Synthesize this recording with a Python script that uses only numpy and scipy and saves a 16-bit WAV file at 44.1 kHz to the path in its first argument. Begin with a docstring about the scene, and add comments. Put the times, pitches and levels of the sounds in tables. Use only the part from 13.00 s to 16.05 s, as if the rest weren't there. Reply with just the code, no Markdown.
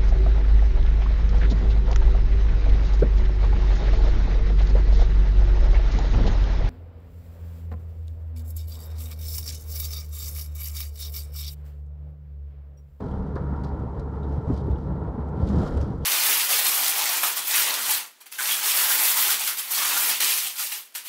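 """Inside a car on a worn concrete road: three seconds of filtered noise, sine waves and short blows.
From the start the engine drones (sines), the tyres roar (noise), trim ticks and chatters, and seams knock.
At about 1.5 s a short uneven stretch swells the rumble and the cabin booms; soon a small hard part clinks.
From about 2.3 s a longer uneven stretch brings more rumble, booms, knocks and rattling trim.
It eases towards the end, where the small part clinks once more."""
import sys
import numpy as np
from scipy import signal
from scipy.fft import rfft, irfft, next_fast_len
from scipy.io import wavfile

SR = 44100
rng = np.random.default_rng(int(sys.argv[2]) if len(sys.argv) > 2 else 0)


def generate_wav(sig):
    """Save sig (samples, or channels by samples) to the path in sys.argv[1] as 16-bit PCM at SR."""
    pcm = np.round(np.clip(np.atleast_2d(sig).T, -1, 1) * 32767).astype(np.int16)
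    wavfile.write(sys.argv[1], SR, pcm)


N = 134505
T = np.arange(N) / SR  # time of each sample, s

# Engine: average firing rate, its relative wander, and the waver of each line
FIRING_HZ, SPEED_WANDER, ENGINE_WAVER_DB = 71.32, 0.0061, 0.5
# engine lines: multiple of the firing rate, level/dB
ENGINE_LINES = [(1, -2), (2, -10), (3, -32), (4, -23.5)]
# strength of the drone: t/s, level/dB
DRONE_LEVEL = [(0, -60), (.13, -27), (.37, -33.5), (.45, -26.5), (.6, -30), (.82, -33), (1.0, -35),
               (1.15, -29), (1.38, -26.5), (1.46, -35), (1.58, -31), (1.63, -25.5), (1.68, -30),
               (1.8, -31.5), (1.88, -30), (2.06, -34), (2.3, -32), (2.92, -47.5), (3.05, -28)]

# deep shake of the body on its springs: t/s, level/dB; then its colour: f/Hz, level/dB
SHAKE_LEVEL = [(0, -46), (.15, -39.5), (.6, -48), (1.08, -53), (1.36, -42.5), (1.8, -42), (2.27, -60.5),
               (2.66, -32), (2.85, -42), (3.05, -48)]
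SHAKE_COLOUR = [(15, -34), (26, -14), (34, 3.5), (46, -2.5), (70, -19.5), (300, -78), (2000, -120)]

# colour of the steady tyre roar heard through the body: f/Hz, level/dB
ROAR_COLOUR = [(18, -32), (35, -15), (54, 2), (90, 4), (170, 0.5), (225, -10.5), (380, -14.5), (480, -12.5),
               (600, -16.5), (800, -21.5), (980, -19.5), (1080, -22), (1430, -41), (1800, -36.5),
               (2400, -51.5), (4200, -53), (5400, -65.5), (6200, -69), (7700, -70.5), (8400, -72.5),
               (11000, -67.5), (13000, -80.5)]
ROAR_DB, ROAR_FLUTTER_DB = -34, 2.5
# body panels and tread band ringing: f/Hz, width/Hz, level/dB
ROAD_RESONANCES = [(57.5, 11, -42), (142.4, 16, -43.5), (248.8, 2, -49), (266.6, 7.6, -49), (319.2, 6, -51),
                   (338.1, 11, -50.5), (409.5, 5.8, -48), (447.8, 22, -47), (774.5, 22, -56.5),
                   (873.4, 17, -54.5), (947, 7.6, -55.5), (1282, 13, -65.5), (1355, 63, -58.5)]
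RING_SWAY_DB, RING_SWAY_HZ = 1.9, 1.93
# hum of the air inside the tyres: t/s, level/dB
TYRE_AIR_LEVEL = [(0, -47), (.2, -37), (.45, -41), (.65, -43.5), (1.3, -45), (1.6, -36.5), (2.0, -44.5),
                  (2.3, -47.5), (2.55, -34.5), (2.9, -39), (3.05, -44)]
TYRE_AIR_HZ, TYRE_AIR_WIDTH_HZ = 194.3, 7.8
# hiss of the tread: t/s, level/dB; then its colour: f/Hz, level/dB
TREAD_LEVEL = [(0, -45.5), (.33, -51.5), (.4, -61), (.47, -52), (.54, -43), (.6, -52), (.7, -47),
               (.9, -48.5), (1.2, -48.5), (1.33, -49), (1.7, -51.5), (1.95, -50.5), (2.05, -47),
               (2.35, -46), (2.52, -48.5), (2.64, -51), (2.74, -50), (2.94, -49.5), (3.05, -91)]
TREAD_COLOUR = [(300, -15), (650, 6.5), (900, 9), (1150, 2), (1400, -4.5), (1850, -15.5), (2400, -24),
                (3200, -39), (12000, -76)]
# brighter hiss of the tread: t/s, level/dB; then its colour: f/Hz, level/dB
SIZZLE_LEVEL = [(0, -64), (.3, -57), (.42, -53), (.66, -51.5), (.85, -63), (1.0, -61), (1.2, -53.5),
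                (1.4, -69), (1.97, -61), (2.03, -55), (2.1, -67), (2.45, -66), (2.66, -48), (2.75, -51),
                (3.05, -61)]
SIZZLE_COLOUR = [(600, -25.5), (1050, -4), (1380, 5.5), (1550, -5), (1850, -10.5), (2400, -27),
                 (6000, -62.5)]
# extra rumble on uneven road: t/s, level/dB; then its colour: f/Hz, level/dB
RUMBLE_LEVEL = [(0, -37), (.55, -38.5), (.85, -60), (1.45, -36), (1.505, -26), (1.56, -39), (1.75, -33),
                (1.85, -45.5), (2.3, -38), (2.41, -27), (2.47, -27.5), (2.57, -21.5), (2.66, -27),
                (2.84, -30), (2.98, -43.5), (3.05, -59)]
RUMBLE_COLOUR = [(18, -29), (32, -2.5), (60, 4.5), (105, 5.5), (185, 1.5), (280, -4.5), (350, -8.5),
                 (510, -8), (620, -14), (900, -22.5), (1500, -31), (2400, -49), (6000, -74.5),
                 (14000, -110)]

# chatter of loose trim: t/s, level/dB
CHATTER_LEVEL = [(0, -67.5), (.2, -72), (.48, -74), (.55, -70.5), (.85, -76), (1.2, -74), (1.33, -68.5),
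                 (1.44, -73), (1.56, -61.5), (1.66, -71.5), (1.82, -69.5), (1.9, -78), (2.35, -75),
                 (2.49, -57.5), (2.555, -61), (2.61, -54), (2.69, -57), (2.75, -61), (2.83, -60.5),
                 (2.9, -67.5), (3.0, -76), (3.05, -60.5)]
CHATTER_PER_S, CHATTER_SPREAD_DB, CHATTER_T60_S = 1000, 3, 0.045
# broad colour of the plastic trim: f/Hz, level/dB
TRIM_COLOUR = [(1200, -25), (2100, -2), (2600, -4.5), (3200, 3), (4000, 0), (5500, -3), (6500, -11),
               (7700, -10), (8400, -13), (11300, -16), (12800, -27), (16000, -43.5)]
# the trim's own resonances: f/Hz, width/Hz, level/dB relative to the broad colour
TRIM_MODES = [(3110, 64, -11), (3610, 16, -27.5), (3550, 23, -27.5), (3820, 22, -20.5), (4070, 65, -13),
              (4740, 33, -13.5), (4800, 15, -27.5), (5050, 25, -21.5), (5340, 19, -18.5), (5880, 15, -18.5),
              (6100, 15, -22.5)]

# fine gritty rattle: t/s, level/dB; then its colour: f/Hz, level/dB
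GRIT_LEVEL = [(0, -84), (.1, -82), (.2, -85.5), (1.25, -86), (1.33, -85), (1.41, -91), (1.49, -69),
              (1.57, -80), (1.64, -83.5), (2.32, -90), (2.42, -78), (2.5, -66.5), (2.56, -66),
              (2.63, -62.5), (2.72, -68), (2.87, -78), (3.0, -78)]
GRIT_COLOUR = [(2000, -15.5), (3300, -1.5), (5500, 4.5), (7600, 4), (8800, -12), (11500, -10), (13500, -21),
               (16000, -30.5)]
GRIT_PER_S, GRIT_SPREAD_DB, GRIT_T60_S = 330, 3.2, .011

# loose trim ticks: t/s, crack level/dB, ring level/dB, ring f/Hz, ring width/Hz
TICKS = [(.006, -62, -73, 4500, 1100), (.044, -71, -73, 5000, 1100), (.084, -66, -67, 3770, 600),
         (0.113, -62, -61.5, 3220, 407), (0.355, -57, -58.5, 4240, 1400), (0.636, -54, -57.5, 4160, 1100),
         (.644, -62, -60.5, 5130, 1100), (.668, -70, -67, 3800, 900), (.682, -72, -66, 4420, 900),
         (.995, -56, -65, 4430, 900), (1.231, -66, -60, 3660, 248), (1.322, -70, -76, 5600, 1400),
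         (1.536, -62, -59, 4700, 900), (1.574, -57, -56.5, 4150, 890), (1.663, -77, -75.5, 11500, 1100),
         (1.711, -59.5, -61.5, 3720, 250), (2.286, -64, -75, 7000, 1100), (2.417, -69, -65, 4500, 1100),
         (2.473, -54, -53.5, 4000, 1100), (2.488, -53, -59, 6270, 1400), (2.583, -59, -57, 4700, 1100),
         (2.632, -53, -58, 3600, 1100), (2.661, -58, -64, 3270, 1100), (2.678, -60, -61, 4670, 1100),
         (2.689, -64, -72, 11000, 1400), (2.772, -50, -63, 4400, 1400), (2.811, -48.5, -56, 5570, 1400)]
# colour of the crack: f/Hz, level/dB
TICK_COLOUR = [(1200, -3), (2600, -0.5), (3300, -2.5), (5500, -7), (7500, -6.5), (8500, -10.5),
               (11000, -14), (13000, -23.5), (16000, -32)]
TICK_ATTACK_S, TICK_T60_S, TICK_RING_T60_S = 0.0007, 0.04, 0.13

# a wheel hits a seam: t/s, thud level/dB, thud f/Hz, tread slap level/dB
SEAMS = [(0.018, -33.5, 260, -46), (.125, -36, 160, -45.5), (0.355, -36, 350, -32.5),
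         (0.523, -31, 220, -44.5), (0.63, -45, 300, -47), (1.477, -28.5, 171, -45), (1.496, -21, 290, -48),
         (1.675, -29.5, 364, -60), (2.177, -24.5, 196, -43), (2.341, -30.5, 390, -59),
         (2.412, -38, 400, -51), (2.492, -27, 200, -39), (2.528, -27.5, 286, -57), (2.583, -23.5, 259, -37),
         (2.62, -31.5, 750, -46), (2.656, -32, 400, -39.5), (2.715, -29, 344, -48), (2.769, -43, 380, -43)]
# colour of a thud: multiple of its pitch, level/dB
THUD_SHAPE = [(.2, -17), (.6, -7), (1, 5), (1.35, -4.5), (2.2, -25.5), (5, -40), (30, -100)]
# colour of the tread's slap: f/Hz, level/dB
SLAP_COLOUR = [(200, -2), (500, 4.5), (750, -2.5), (1000, 0), (1350, -5.5), (1900, -16), (2600, -34),
               (6000, -55.5), (14000, -90.5)]
SEAM_ATTACK_S, THUD_T60_S, SLAP_T60_S = .009, 0.11, 0.24

# the body heaves and the cabin booms: crest t/s, level/dB, half length/s, f/Hz
BOOMS = [(1.508, -24, 0.012, 113), (1.534, -24.5, 0.014, 61), (1.705, -28, .022, 102.5),
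         (1.727, -23, 0.022, 66), (2.391, -29, 0.017, 116), (2.437, -19, 0.011, 79), (2.54, -21, 0.026, 72),
         (2.595, -22.5, 0.0098, 90), (2.767, -21.5, .016, 72), (2.823, -21, 0.018, 75.6)]

# a small hard part clinks: t/s, level/dB
CLINKS = [(1.758, -57), (3.022, -60)]
# how that part rings: f/Hz, level/dB relative to the clink, time to fall by 60 dB/s
CLINK_MODES = [(2920, -2.5, 0.055), (3300, 1.5, 0.024), (3600, -12, .05)]

HISS_DB, CUTOFF_HZ, FADE_S = -83, 15450, .004


def from_db(db):
    """Turn decibels into a plain multiplier."""
    return 10 ** (np.asarray(db) / 20)


def rms_one(x):
    """Scale a sound to an average power of one."""
    return x / np.sqrt(np.mean(x ** 2) + 1e-20)


def level(curve):
    """Multiplier over time, from rows of t/s, level/dB."""
    return from_db(np.interp(T, *np.transpose(curve)))


def noise(colour):
    """Noise of unit power, its frequencies weighted by rows of f/Hz, level/dB."""
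    hz, db = np.transpose(colour)
    size = next_fast_len(N)
    f = np.maximum(np.fft.rfftfreq(size, 1 / SR), 1)
    gain = from_db(np.interp(np.log(f), np.log(hz), db))
    white = rng.standard_normal(size)
    return rms_one(irfft(rfft(white) * gain, size)[:N])


def drift(rate):
    """Random wander of spread 1, with changes mostly slower than rate (Hz)."""
    step = 40  # make one wander value for every 40 samples, then join them up
    r = np.exp(-2 * np.pi * rate * step / SR)
    steps = rng.standard_normal(N // step + 2002)
    slow = signal.lfilter([1], [1, -2 * r, r * r], steps)[2000:]  # drop the filter's start-up
    return np.interp(np.arange(N) / step, np.arange(len(slow)), rms_one(slow - slow.mean()))


def resonance(hz, width):
    """Noise of unit power ringing at one pitch; a smaller width rings longer."""
    r = np.exp(-np.pi * width / SR)
    poles = [1, -2 * r * np.cos(2 * np.pi * hz / SR), r * r]
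    rung = signal.lfilter([1, 0, -1], poles, rng.standard_normal(N + SR))
    # keep about half an octave either side of the pitch
    skirts = signal.butter(2, [hz / np.sqrt(2), hz * np.sqrt(2)], "band", fs=SR, output="sos")
    return rms_one(signal.sosfilt(skirts, rung)[SR:])  # drop the first second of settling


def blow(start, attack, t60):
    """Loudness of a blow: a quick rise, then a fall of 60 dB in every t60 seconds."""
    rise = np.clip((T - start) / attack, 0, 1)
    fall = 1e3 ** (-np.clip((T - start - attack) / t60, 0, 4))
    return rise * fall


def patter(per_s, spread_db, t60):
    """Loudness of many tiny random contacts of uneven size, each dying away; unit power."""
    sizes = from_db(spread_db * np.minimum(rng.exponential(1, N), 4))
    contacts = (rng.random(N) < per_s / SR) * sizes
    keep = np.exp(-2 * np.log(1000) / (t60 * SR))  # share of energy left after one sample
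    energy = signal.lfilter([1], [1, -keep], contacts ** 2 + 1e-18)
    return rms_one(np.sqrt(energy))


def engine_turns():
    """Count of firing cycles so far, as the engine's speed wanders a little."""
    firing_hz = FIRING_HZ * (1 + SPEED_WANDER * drift(1.32))
    return np.cumsum(firing_hz) / SR + rng.random()


def engine(turns):
    """Drone of sine waves at whole multiples of the firing rate, each wavering a little."""
    lines = 0
    for multiple, db in ENGINE_LINES:
        strength = from_db(db + ENGINE_WAVER_DB * drift(5.8))
        lines = lines + strength * np.sin(2 * np.pi * round(multiple) * turns)
    return np.sqrt(2) * level(DRONE_LEVEL) * lines


def shake():
    """Deep noise of the body shaking on its springs."""
    return level(SHAKE_LEVEL) * noise(SHAKE_COLOUR)


def tyres():
    """Fluttering roar, swaying resonances, air hum and tread hiss, with rumble on uneven road."""
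    roar = from_db(ROAR_DB + ROAR_FLUTTER_DB * drift(14)) * noise(ROAR_COLOUR)
    rings = 0
    for hz, width, db in ROAD_RESONANCES:
        strength = from_db(db + RING_SWAY_DB * drift(RING_SWAY_HZ))
        rings = rings + strength * resonance(hz, width)
    air_hum = level(TYRE_AIR_LEVEL) * resonance(TYRE_AIR_HZ, TYRE_AIR_WIDTH_HZ)
    tread = level(TREAD_LEVEL) * noise(TREAD_COLOUR)
    sizzle = level(SIZZLE_LEVEL) * noise(SIZZLE_COLOUR)
    rumble = level(RUMBLE_LEVEL) * noise(RUMBLE_COLOUR)
    return roar + rings + air_hum + tread + sizzle + rumble


def trim_noise():
    """Noise of unit power coloured like the plastic trim, with its own resonances."""
    modes = sum(from_db(db) * resonance(hz, width) for hz, width, db in TRIM_MODES)
    return rms_one(noise(TRIM_COLOUR) + modes)


def chatter():
    """Loose trim buzzes: a dense patter of contacts shapes the trim's noise."""
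    contacts = patter(CHATTER_PER_S, CHATTER_SPREAD_DB, CHATTER_T60_S)
    return level(CHATTER_LEVEL) * contacts * trim_noise()


def grit():
    """Bright, very short grains of noise, strongest on the roughest patches."""
    return level(GRIT_LEVEL) * patter(GRIT_PER_S, GRIT_SPREAD_DB, GRIT_T60_S) * noise(GRIT_COLOUR)


def ticks():
    """Plastic contacts: a short broad crack, while the touched piece rings at its own pitch."""
    crack = noise(TICK_COLOUR)
    total = 0
    for start, crack_db, ring_db, hz, width in TICKS:
        total = total + from_db(crack_db) * crack * blow(start, TICK_ATTACK_S, TICK_T60_S)
        ring = resonance(hz, width) * blow(start, TICK_ATTACK_S, TICK_RING_T60_S)
        total = total + from_db(ring_db) * ring
    return total


def seams():
    """Each seam gives a noisy thud through the suspension and a slap of the tread."""
    slap = noise(SLAP_COLOUR)
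    total = 0
    for start, thud_db, hz, slap_db in SEAMS:
        thud = noise([(multiple * hz, db) for multiple, db in THUD_SHAPE])
        total = total + from_db(thud_db) * thud * blow(start, SEAM_ATTACK_S, THUD_T60_S)
        total = total + from_db(slap_db) * slap * blow(start, SEAM_ATTACK_S, SLAP_T60_S)
    return total


def booms(turns):
    """Each heave briefly swells a low tone of the cabin air, in step with the drone at its crest."""
    total = 0
    for crest, db, half_length, hz in BOOMS:
        swell = np.exp(-.5 * ((T - crest) / half_length) ** 2)
        cycles = turns + (hz - FIRING_HZ) * (T - crest)
        total = total + from_db(db) * swell * np.sin(2 * np.pi * cycles)
    return np.sqrt(2) * total


def clinks():
    """A small hard part rings briefly as a few fading sine waves."""
    total = 0
    for start, db in CLINKS:
        for hz, mode_db, t60 in CLINK_MODES:
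            tone = np.sin(2 * np.pi * hz * (T - start))
            total = total + from_db(db + mode_db) * blow(start, TICK_ATTACK_S, t60) * tone
    return total


def scene():
    """All the sounds in the cabin added together, as one channel."""
    turns = engine_turns()
    car = engine(turns) + shake() + tyres() + booms(turns)
    knocks = chatter() + grit() + ticks() + seams() + clinks()
    return (car + knocks)[None]


def record(dry):
    """Add faint microphone hiss, soften both ends and cut the very top steeply."""
    hissy = dry + from_db(HISS_DB) * rng.standard_normal(N)
    fade = np.minimum(np.minimum(T, T[::-1]) / FADE_S, 1)
    top_cut = signal.ellip(10, .1, 80, CUTOFF_HZ, fs=SR, output="sos")
    return signal.sosfilt(top_cut, hissy * fade)


dry = scene()
out = record(dry)
generate_wav(out)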